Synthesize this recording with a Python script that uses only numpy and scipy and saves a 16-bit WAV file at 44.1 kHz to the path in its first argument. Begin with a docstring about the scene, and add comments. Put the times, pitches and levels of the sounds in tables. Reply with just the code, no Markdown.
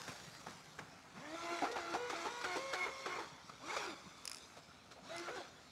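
"""Watery slaps, pattering drops and lapping come first; then a small electric jet boat runs across a pond.
One long burst of throttle and two short ones drive an impeller whine, built from multiples of the shaft rate.
The whine races when the hull skips clear; churn and spray are shaped droplet noise, and hull slaps ring and splash.
A thin echo returns from the far bank, something near the microphone creaks twice in ringing ticks,
and a soft lakeside wash of filtered noise lies behind it all."""
import sys
import numpy as np
from scipy import signal
from scipy.fft import rfft, irfft
from scipy.io import wavfile
from scipy.ndimage import uniform_filter1d, map_coordinates

SR = 44100
rng = np.random.default_rng(int(sys.argv[2]) if len(sys.argv) > 2 else 0)


def unload_audio(sound):
    """Save the sound as a 16-bit wav file, at the path given as the first command line argument."""
    columns = np.transpose(np.atleast_2d(sound))
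    # keep every value between -1 and 1, then stretch to whole-number steps
    steps = np.round(np.clip(columns, -1, 1) * 32767)
    wavfile.write(sys.argv[1], SR, steps.astype(np.int16))


N = 251811
T = np.arange(N) / SR


def undb(db):
    """Decibels to gain."""
    return 10 ** (np.asarray(db) / 20)


def unit(x):
    """Scale to an rms of 1."""
    return x / np.sqrt(np.mean(x ** 2) + 1e-24)


def colour(x, points):
    """Filter by a spectrum of (frequency [Hz], level [dB]) points, to an rms of 1."""
    hz, db = np.transpose(points)
    bins = np.maximum(np.fft.rfftfreq(len(x), 1 / SR), 1)
    gain = undb(np.interp(np.log(bins), np.log(hz), db))
    return unit(irfft(rfft(x) * gain, len(x)))


def resonate(x, hz, width):
    """Two-pole resonance with gain 1 at its centre."""
    return signal.lfilter(*signal.iirpeak(hz, hz / width, fs=SR), x)


def resonate_twice(x, hz, width):
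    """The same resonance passed twice, for steeper sides."""
    return resonate(resonate(x, hz, width), hz, width)


def walk(rate):
    """Smooth chance with a spread near 1, changing rate times a second."""
    k = max(int(SR / rate), 1)
    steps = np.repeat(rng.standard_normal(N // k + 1), k)
    return 1.46 * uniform_filter1d(uniform_filter1d(steps, k), k)[:N]


def drops(rate, spread_db):
    """Random droplet impacts, rate a second on average: many small ones and a few large."""
    size = undb(spread_db * np.minimum(rng.exponential(size=N), 5))
    return unit((rng.random(N) < rate / SR) * size * rng.standard_normal(N))


def add(out, s, x):
    """Mix a short sound in at time s."""
    i = int(s * SR)
    out[i:i + len(x)] += x[:N - i]


def curve(points):
    """Join rows of (time [s], value, ..) by straight lines; one track for each value."""
    s, *columns = np.transpose(points)
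    return [np.interp(T, s, c) for c in columns]


def lag(x, seconds):
    """Follow x with a time constant."""
    keep = np.exp(-1 / (seconds * SR))
    return signal.lfilter([1 - keep], [1, -keep], x)


# spectrum of the distant wash: (frequency [Hz], relative density [dB per Hz])
WASH_SPECTRUM = [(20, -38), (45, -6), (75, 6.5), (165, -9), (260, 7), (420, -11), (700, 1), (1300, -13),
                 (2000, -17), (3000, -11.5), (5500, -15.5), (8000, -22), (11000, -27), (15500, -40)]


def lakeside(wash_db=-66.5, lap_db=-69.5):
    """A distant fountain and town wash as steady noise, with ripples lapping under the dock as droplets."""
    wash = colour(rng.standard_normal(N), WASH_SPECTRUM) * undb(wash_db + 0.16 * walk(rate=3.93))
    lap_spectrum = [(40, -40), (110, 0.0), (165, 6.0), (260, -7.5), (700, -11.0), (3000, -40)]
    lapping = colour(drops(rate=370, spread_db=0.0), lap_spectrum)
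    # the boat's first wash is still slopping against the piles at the start
    slop_db = np.interp(T, [0, 0.6, 4], [5, 1.5, 0])
    ripple_db = 2 * walk(rate=14)
    return wash + lapping * undb(lap_db + slop_db + ripple_db)


def pond(x, echo_db=-17, t60=0.99, first_s=0.036):
    """The dock and the tree-lined bank scatter a thin, dull echo, as sparse decaying reflections."""
    t = np.arange(SR) / SR
    scatter = rng.standard_normal(SR) * (rng.random(SR) < .01)
    tail = colour(scatter, [(100, -10), (400, 0.5), (2000, 3), (6000, -17), (14000, 0.5)])
    tail = tail * (t > first_s) * np.exp(-np.log(1000) * t / t60)
    return x + undb(echo_db) * signal.fftconvolve(x, tail / np.linalg.norm(tail))[:N]


# the two creaks: (start [s], length [s], first gap between slips [s],
#                  body level before trim [dB], top-octave level before trim [dB])
CREAK_STARTS = [(4.254, 0.135, 0.0224, -33.5, -47.5), (5.165, 0.043, 0.017, -40.5, -58.5)]
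# each gap is shorter, each slip weaker, every second one fuller in the body
SLIP_QUICKEN_S, SLIP_FADE_DB, SLIP_ALTERNATE_DB = 0.002, 2.1, 8.5


def slips(count=10):
    """Stick-slip timing, ever faster and weaker: yields (time [s], body level [dB], top level [dB])."""
    for start, length, first_gap, db, top_db in CREAK_STARTS:
        for k in range(count):
            after = k * (first_gap - SLIP_QUICKEN_S * (k - 1) / 2)
            if after > length:
                break
            fade_db = SLIP_FADE_DB * k
            yield start + after, db - fade_db + SLIP_ALTERNATE_DB * (k % 2), top_db - fade_db


# ringing modes of the stiff plastic: (frequency [Hz], width [Hz], relative level [dB])
PLASTIC_MODES = [(1065, 140, -18), (2524, 370, -7.5), (4813, 360, -7.5), (5335, 180, -2.5),
                 (6350, 790, -8.5), (7340, 660, -6.5), (8770, 500, -3.5), (9450, 680, 2), (10540, 790, -3)]
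# spectrum of one scrape: (frequency [Hz], relative density [dB per Hz])
SCRAPE_SPECTRUM = [(500, -10), (2000, -2), (6000, 0), (11000, -2), (13000, -10), (16000, -20)]


def creak(low_db=-13, high_db=-3, scrape_s=0.00051, tail_db=-19, tail_s=0.0046, crack_db=-9):
    """Stiff plastic slips in quickening ticks; each is a tiny bright scrape that rings the same short modes."""
    out, t = np.zeros(N), np.arange(SR // 40) / SR
    decay = np.exp(-t / scrape_s) + undb(tail_db) * np.exp(-t / tail_s)
    for s, db, top_db in slips():
        scrape = colour(rng.standard_normal(len(t)), SCRAPE_SPECTRUM) * decay
        add(out, s, undb(top_db + crack_db) * unit(scrape))
        for k, (hz, width, mode_db) in enumerate(PLASTIC_MODES):
            # high modes follow the top-octave level, the rest the body; polarity alternates
            strength_db = top_db + high_db if hz > SR / 6 else db + low_db
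            ring = unit(resonate(scrape, hz, width)) / 2
            add(out, s, (-1) ** k * undb(strength_db + mode_db) * ring)
    return out


def patter(patter_db=-64, fade_s=0.86):
    """Single drops fall back near the dock as broad, damped plinks and thin out."""
    plinks = resonate(drops(rate=110, spread_db=2), 3300, 6000)
    bright = colour(plinks, [(300, 2), (1200, 9), (3000, 4.0), (7000, 2), (15000, -9)])
    return undb(patter_db) * bright * np.exp(-T / fade_s)


# the way from boat to dock: (time [s], lag of the bounce [s], strength of the bounce [gain], treble lift [dB])
BOAT_PATH = [(0, 0.0011, 0.11, 9.5), (1.7, 0.0008, 0.05, 2), (2.8, 0.00094, 0.17, 2),
             (3.75, 0.00086, 0.23, 1), (4.5, 0.000806, 0.21, 4.5), (5.25, 0.0007, 0.091, 1)]


def path(x):
    """A bounce off the dock combs the sound, its detour shifting as the boat moves; the treble lift shifts too."""
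    detour, strength, treble_db = curve(BOAT_PATH)
    top = signal.sosfiltfilt(signal.butter(2, 7500, "high", fs=SR, output="sos"), x)
    x = x + (undb(treble_db) - 1) * top
    return x + strength * map_coordinates(x, [(T - detour) * SR], order=3)


# hull slaps and splashes: (time [s], rise [s], length [s], body level before trim [dB], cavity tone [Hz],
#   cavity ring against the body [dB], thump level before trim [dB], spray level before trim [dB])
HULL_SLAPS = [(0.07, 0.0004, 0.0069, -40, 1400, -7, -58, -61),
              (0.0778, 0.002, 0.0083, -29.5, 1680, -2, -47, -49),
              (0.09, 0.0007, 0.019, -38, 2420, -3, -47, -55), (0.115, 0.001, 0.015, -45, 604, 3, -57, -58),
              (0.462, 0.0011, 0.079, -42.5, 750, -6, -55.5, -62),
              (0.468, 0.00072, 0.0035, -31, 1040, 3, -55, -57),
              (0.483, 0.00092, 0.007, -34, 800, -6, -55, -63),
              (0.787, 0.0002, 0.01, -30.5, 1575, -0.5, -72, -53.5),
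              (0.794, 0.0029, 0.033, -42, 800, -3, -51.5, -66),
              (1.154, 0.015, 0.038, -37, 1280, -19, -50, -62),
              (1.62, 0.0005, 0.028, -32, 737.6, 12, -39, -54),
              (1.639, 0.0021, 0.04, -27.5, 800, -1.5, -51.5, -52.5),
              (1.712, 0.0036, 0.015, -49, 497, 2, -38, -45.5),
              (1.755, 0.0044, 0.034, -27.5, 800, 0.5, -47, -52),
              (1.937, 0.0004, 0.031, -27.5, 773, 5, -46, -48.5),
              (2.095, 0.0091, 0.016, -21.5, 480, -7, -51, -41),
              (2.126, 0.0028, 0.015, -39.5, 742, 15.5, -41.5, -66),
              (2.246, 0.0059, 0.035, -28, 1260, -8, -45, -50),
              (2.411, 0.0018, 0.012, -34, 1101, -5, -59, -49),
              (2.438, 0.0072, 0.02, -24, 1400, -2, -53, -43),
              (2.555, 0.0039, 0.032, -29.5, 960, -4, -40, -47),
              (2.729, 0.0041, 0.019, -24.5, 1520, -2, -39.5, -42),
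              (2.828, 0.0041, 0.033, -42, 1068, 8, -53, -55),
              (2.86, 0.004, 0.037, -30, 960, -3, -42.5, -65),
              (3.059, 0.00056, 0.014, -27.5, 1188, -4, -45.5, -48.5),
              (3.184, 0.0034, 0.03, -34, 909, 2, -44, -53),
              (3.494, 0.0006, 0.011, -39, 1217, 1.5, -56.5, -59),
              (3.731, 0.002, 0.013, -37, 915, 7, -52, -51),
              (3.764, 0.0004, 0.017, -29.5, 581.7, 2, -45, -45),
              (4.056, 0.0029, 0.023, -53, 1014, 8, -52, -82),
              (4.563, 0.0045, 0.031, -45.5, 616, 6, -66, -60.5),
              (4.907, 0.0068, 0.027, -42, 1432, -9, -76, -55),
              (4.957, 0.0077, 0.051, -57, 620, 16, -75, -75),
              (5.273, 0.011, 0.03, -28.5, 708, -1, -58, -70),
              (5.345, 0.0049, 0.043, -40.5, 1577, 2.5, -62, -59),
              (5.404, 0.003, 0.015, -42, 599, 10, -68, -68)]
# spectrum of the blow's body: (frequency [Hz], relative density [dB per Hz])
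SLAP_SPECTRUM = [(200, -11), (450, 6), (800, 1), (1350, 5), (1900, -1.5), (2300, -2.5), (3000, -8.5),
                 (6000, -40)]
# spectrum of thrown spray, shared with the wake: (frequency [Hz], relative density [dB per Hz])
SPRAY_SPECTRUM = [(1200, -23), (2400, -6), (2950, -8), (3400, 2), (4300, 0), (5800, -2), (7700, -9),
                  (8500, -16), (9400, -16.5), (10500, -20.5), (13000, -27), (16000, -40)]
IDLE_THUMP_HZ = 170  # the hull's own thump; a faster shaft, jolted by the blow, thumps at its own rate


def slaps(shaft_hz, body_db=-14, thump_db=-1, splash_db=-2, cavity_width_hz=240, thump_width_hz=140,
          tail_db=-20, tail_s=0.32):
    """Each blow of the water thumps the hull, rings a pocket of trapped air and throws a sheet of spray."""
    out, t = np.zeros(N), np.arange(SR // 5) / SR
    for s, rise_s, length_s, db, cavity_hz, ring_db, low_db, high_db in HULL_SLAPS:
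        water, air, hull, mist, clump = rng.standard_normal((5, len(t)))
        thump_hz = max(shaft_hz[int(s * SR)], IDLE_THUMP_HZ)
        # the water strikes in clumps about a millisecond long
        clumps = np.exp(.26 * unit(uniform_filter1d(clump, size=48)))
        attack = 1 - np.exp(-t / rise_s)
        blow = attack * np.exp(-(t / length_s) ** 2)
        splash = blow + attack * undb(tail_db) * np.exp(-t / tail_s) * (1 - t / t[-1])
        body = colour(water * clumps, SLAP_SPECTRUM)
        cavity = resonate_twice(air, cavity_hz, cavity_width_hz)
        thump = resonate_twice(hull, thump_hz, thump_width_hz)
        spray = colour(mist * clumps, SPRAY_SPECTRUM)
        parts = [(body, splash, db + body_db), (cavity, blow, db + body_db + ring_db),
                 (thump, blow, low_db + thump_db), (spray, splash, high_db + splash_db)]
        for part, shape, part_db in parts:
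            # each part carries the energy of its envelope
            add(out, s, undb(part_db) * np.sqrt(np.mean(shape ** 2)) * unit(shape * part))
    return out


# one curve for each burst of throttle: (time [s], shaft rate in the water [Hz],
#   then levels of the shaft, blade, third, fourth and sixth tones [dB])
THROTTLE_BURSTS = [
    [(1.14, 158, -56, -73, -87, -65, -76), (1.24, 292, -58.5, -54, -58, -65, -61),
     (1.3, 306, -50, -57, -65, -63, -60), (1.35, 332, -49.5, -45.5, -67, -56, -62),
     (1.385, 336.4, -65, -63, -54, -49, -63), (1.445, 341, -43.5, -48, -59, -54, -62),
     (1.48, 339.6, -54, -51, -48, -59, -54), (1.53, 343.3, -40.5, -45, -56, -48, -59),
     (1.61, 341.5, -55, -50, -49, -58, -56), (1.775, 340, -42, -46, -58, -60, -58),
     (1.82, 340.2, -54, -51, -64, -55, -51), (1.88, 339.5, -48.5, -50, -63, -46.5, -58),
     (2.22, 336.2, -53, -52, -55, -52, -59), (2.45, 358.8, -50, -53, -55, -49, -54),
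     (2.52, 361, -49, -46.5, -49, -48, -49), (2.76, 361, -57, -51, -46, -47, -55),
     (2.83, 360, -50, -51.5, -47, -61, -36.5), (3.06, 359.2, -43, -58, -48, -60, -57),
     (3.13, 359.5, -55, -61, -48.5, -56, -47.5), (3.19, 359.5, -50, -57, -47, -57, -58),
     (3.32, 233, -75, -92, -73, -76, -92)],
    [(3.6, 178.7, -75, -70, -69, -68, -68), (3.64, 277, -54, -62, -68, -54, -89),
     (3.685, 345.2, -52.5, -64, -60, -58, -60), (3.706, 368, -57.5, -63, -50, -55, -38),
     (3.735, 444, -45, -48, -59, -55, -72), (3.754, 440.3, -52, -62, -64, -59, -66),
     (3.8, 420, -44.5, -52, -64, -57, -55), (3.87, 384.8, -51, -60, -68, -61, -54),
     (3.945, 264, -48, -56, -55, -53, -88)],
    [(5.02, 153, -55, -69, -68, -72, -68), (5.06, 252, -64, -71, -71, -56, -63),
     (5.115, 330.7, -60, -44.5, -70, -62, -61), (5.165, 341.3, -57, -46, -63, -62, -55),
     (5.21, 343.4, -49.5, -63, -67, -61, -59), (5.27, 348, -55, -58, -58, -51, -60),
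     (5.38, 377.6, -46, -45, -55, -61, -74), (5.44, 286.7, -67, -63, -69, -75, -76),
     (5.5, 200, -74, -73, -76, -82, -84)],
]
# the hull skips clear and the unloaded impeller races: (leaves [s], lands [s],
#   time the shaft takes to answer [s], free shaft rate [Hz], then levels of the same five tones [dB])
HULL_SKIPS = [(1.643, 1.763, 0.02, 479.3, -46.5, -64, -54.5, -56, -68),
              (1.937, 2.108, 0.019, 488, -45.5, -52.5, -50.5, -62.5, -64),
              (2.25, 2.432, 0.018, 482.3, -55.5, -50, -51.5, -58.5, -66),
              (2.556, 2.732, 0.014, 539.4, -47, -53.5, -66, -53, -63),
              (2.853, 3.058, 0.015, 538.1, -58, -53, -68, -54.5, -86),
              (3.169, 3.211, 0.0203, 459, -45.5, -46, -56, -68, -63),
              (3.758, 3.777, 0.0029, 591.8, -40.5, -40, -53, -41.5, -64),
              (5.279, 5.353, 0.01785, 501, -46, -58, -51, -66, -71)]
# multiples of the shaft rate that carry the whine: shaft, two-blade, third, fourth, sixth tones
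MAIN_TONES = [1, 2, 3, 4, 6]
BRAKE_SHARE = 0.6  # share of the answer time in which the water brakes the shaft again
HALF_OUT_DULL_DB = -4.5  # the froth of a half-immersed impeller smothers the tones above the blade tone
# froth is roughness 0-1 from air drawn into the jet: in the water, in the air
FROTH_WET, FROTH_DRY = 0.05, 0.014
# added froth: half out, speeding up, slowing down
FROTH_HALF_OUT, FROTH_OPENING, FROTH_CLOSING = 0.86, 0.081, 0.84
BRISK_HZ_PER_S = 2500  # a change of shaft rate that brings the full froth
FROTH_LAG_S = 0.028  # time the froth takes to follow a change of throttle


def motor():
    """Throttle sets the shaft rate, skips unload it: rate, share in air, froth, tone levels, on or off."""
    hz, *tones_db = curve(np.vstack(THROTTLE_BURSTS))
    running = np.zeros(N)
    for run in THROTTLE_BURSTS:
        inside_s = np.minimum(T - run[0][0], run[-1][0] - T)
        running = running + np.clip(inside_s / 0.0041, 0, 1)
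    change = np.clip(np.gradient(hz, T) / BRISK_HZ_PER_S, -1, 1)
    air = np.zeros(N)
    for leaves, lands, answer_s, free_hz, *free_db in HULL_SKIPS:
        racing = 1 - np.exp(-np.clip(T - leaves, 0, lands - leaves) / answer_s)
        clear = racing * np.exp(-np.maximum(T - lands, 0) / (BRAKE_SHARE * answer_s))
        air = air + clear
        hz = hz + clear * (free_hz - hz)
        tones_db = [db + clear * (free - db) for db, free in zip(tones_db, free_db)]
    half_out = 1 - (2 * air - 1) ** 2
    dull_db = HALF_OUT_DULL_DB * half_out
    tones_db = [db + dull_db * (multiple > 2) for multiple, db in zip(MAIN_TONES, tones_db)]
    stirred = FROTH_OPENING * np.maximum(change, 0) + FROTH_CLOSING * np.maximum(-change, 0)
    froth = FROTH_WET * (1 - air) + FROTH_DRY * air + FROTH_HALF_OUT * half_out + lag(stirred, FROTH_LAG_S)
    return hz, air, np.clip(froth, 0, 1), np.array(tones_db), running


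def glitter(x, depth_db, rate):
    """Paths over the moving ripples interfere, so narrow bands swell and fade on their own."""
    spectrum = signal.stft(x, nperseg=512)[2]
    frames = max(int(SR / 256 / rate), 1)
    chance = rng.standard_normal(spectrum.shape)
    swell = unit(uniform_filter1d(uniform_filter1d(chance, frames, axis=1), size=2, axis=0))
    return unit(signal.istft(spectrum * undb(depth_db * swell))[1][:N])


# spectrum of the churned water: (frequency [Hz], relative density [dB per Hz])
CHURN_SPECTRUM = [(120, -29), (250, -12), (400, -2), (800, -3), (1400, 0), (1850, -5.5), (2350, -6),
                  (2950, -12), (5000, -49)]
# wake at cruising rate, as the boat turns and draws away:
#   (time [s], churning before trim [dB], spray [dB], panel rasp [dB])
JET_LEVELS = [(1.3, -53, -59, -64), (1.55, -47.5, -53, -53), (1.85, -49, -57.5, -68),
              (2.15, -47, -53.5, -59), (2.8, -51.5, -54, -55), (3.15, -47, -58, -59), (3.3, -53, -56, -73),
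              (3.75, -50.5, -56, -63), (5.15, -52.5, -56, -66), (5.45, -56, -59, -74)]
# disturbed water that the boat leaves behind: (time [s], churning before trim [dB], spray [dB])
SETTLING_LEVELS = [(0.0, -53, -61.5), (0.27, -58.5, -62), (0.6, -61.5, -65.5), (0.95, -61.5, -69.5),
                   (3.3, -61, -65.5), (4.42, -61.5, -62.5), (4.8, -66.5, -71), (5.71, -64, -65.5)]
# the wake grows with a power of the shaft rate and eases in a skip
CRUISE_HZ, WAKE_POWER, WAKE_LAG_S = 353, 2.65, 0.00088
AIRBORNE_CHURN_DB, AIRBORNE_SPRAY_DB = -6.5, -2.5
PANEL_HZ, PANEL_WIDTH_HZ = 2226, 330  # a hull panel that rasps while the jet is loaded


def wake(shaft, air, running, chop=0.069, churn_db=-1):
    """Churn, spray and panel rasp grow with the loaded shaft rate; the impeller chops the jet once a turn."""
    loaded_hz = curve(np.vstack(THROTTLE_BURSTS))[0]
    thrust = lag(running * (loaded_hz / CRUISE_HZ) ** WAKE_POWER, WAKE_LAG_S)
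    jet_churn_db, jet_spray_db, panel_db = curve(JET_LEVELS)
    settling_churn_db, settling_spray_db = curve(SETTLING_LEVELS)
    churn_gain = np.hypot(thrust * undb(jet_churn_db + AIRBORNE_CHURN_DB * air), undb(settling_churn_db))
    spray_gain = np.hypot(thrust * undb(jet_spray_db + AIRBORNE_SPRAY_DB * air), undb(settling_spray_db))
    churn = glitter(colour(drops(rate=4000, spread_db=0.5), CHURN_SPECTRUM), depth_db=3.0, rate=16)
    churn = churn * churn_gain * undb(churn_db + 0.053 * walk(rate=210))
    spray = glitter(colour(drops(rate=14000, spread_db=0.5), SPRAY_SPECTRUM), depth_db=3.5, rate=14)
    spray = spray * spray_gain * undb(0.5 * walk(rate=77))
    panel = resonate_twice(drops(rate=1500, spread_db=0.5), PANEL_HZ, PANEL_WIDTH_HZ)
    rasp = unit(panel) * thrust * (1 - air) * undb(panel_db)
    return (churn + spray + rasp) * (1 + chop * shaft)


# fainter tones: (multiple of the shaft rate)
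FAINT_TONES = [2.31, 2.52, 4.27, 5, 8, 10, 12]
# their levels against the mean of the main tones, in the water and in the air: (level [dB])
FAINT_LEVELS_WET = [-19, -5, -11.5, -9, -11, -11, -10.5]
FAINT_LEVELS_DRY = [-4, -11, -7, -6, -10, -22, -11]
# share by which the shaft rate wavers: quickly on its own, slowly as ripples load it (less in the air)
UNSTEADY, RIPPLE_SWAY = 0.002, 0.005
FLUTTER_DB = 1.8  # each tone swells and fades by about this much as the boat rides the ripples


def impeller(hz, air, rough, tones_db, running, shake_db=3, froth_hz=260):
    """Shaft tone, blade tone and overtones, shaken by uneven water load; also returns the shaft's swing."""
    waver = UNSTEADY * walk(rate=140) + RIPPLE_SWAY * (1 - 0.7 * air) * walk(rate=24)
    angle = 2 * np.pi * np.cumsum(hz * (1 + waver)) / SR

    def partial(multiple, db):
        """One line; froth shakes it and scatters part of it into a skirt, the more so the higher it lies."""
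        share = 1 - (1 - rough) ** (multiple / 2)
        phase = multiple * angle + 2 * np.pi * rng.random()
        skirt = walk(rate=froth_hz) * np.sin(phase) + walk(rate=froth_hz) * np.cos(phase)
        line = np.sqrt(1 - share) * np.sin(phase) + np.sqrt(share / 2) * skirt
        return undb(db + FLUTTER_DB * walk(rate=30) + shake_db * rough * walk(rate=51)) * line

    out = sum(partial(multiple, db) for multiple, db in zip(MAIN_TONES, tones_db))
    mean_db = tones_db.mean(axis=0)
    for multiple, wet_db, dry_db in zip(FAINT_TONES, FAINT_LEVELS_WET, FAINT_LEVELS_DRY):
        out += partial(multiple, mean_db + wet_db + air * (dry_db - wet_db))
    return running * out, running * np.cos(angle)


def scene():
    """The boat out on the pond, heard from the dock."""
    hz, air, froth, tones_db, running = motor()
    whine, shaft = impeller(hz, air, froth, tones_db, running)
    water = path(wake(shaft, air, running) + slaps(hz * running))
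    boat = pond(whine + water + patter())
    return (boat + creak() + lakeside())[None]


def record(dry):
    """A high-pass thins the deepest bass and a steep low-pass cuts the top of the treble."""
    thinned = signal.sosfilt(signal.butter(3, 45, "high", fs=SR, output="sos"), dry)
    return signal.sosfilt(signal.ellip(10, .1, 70, 15700, fs=SR, output="sos"), thinned)


dry = scene()
out = record(dry)
unload_audio(out)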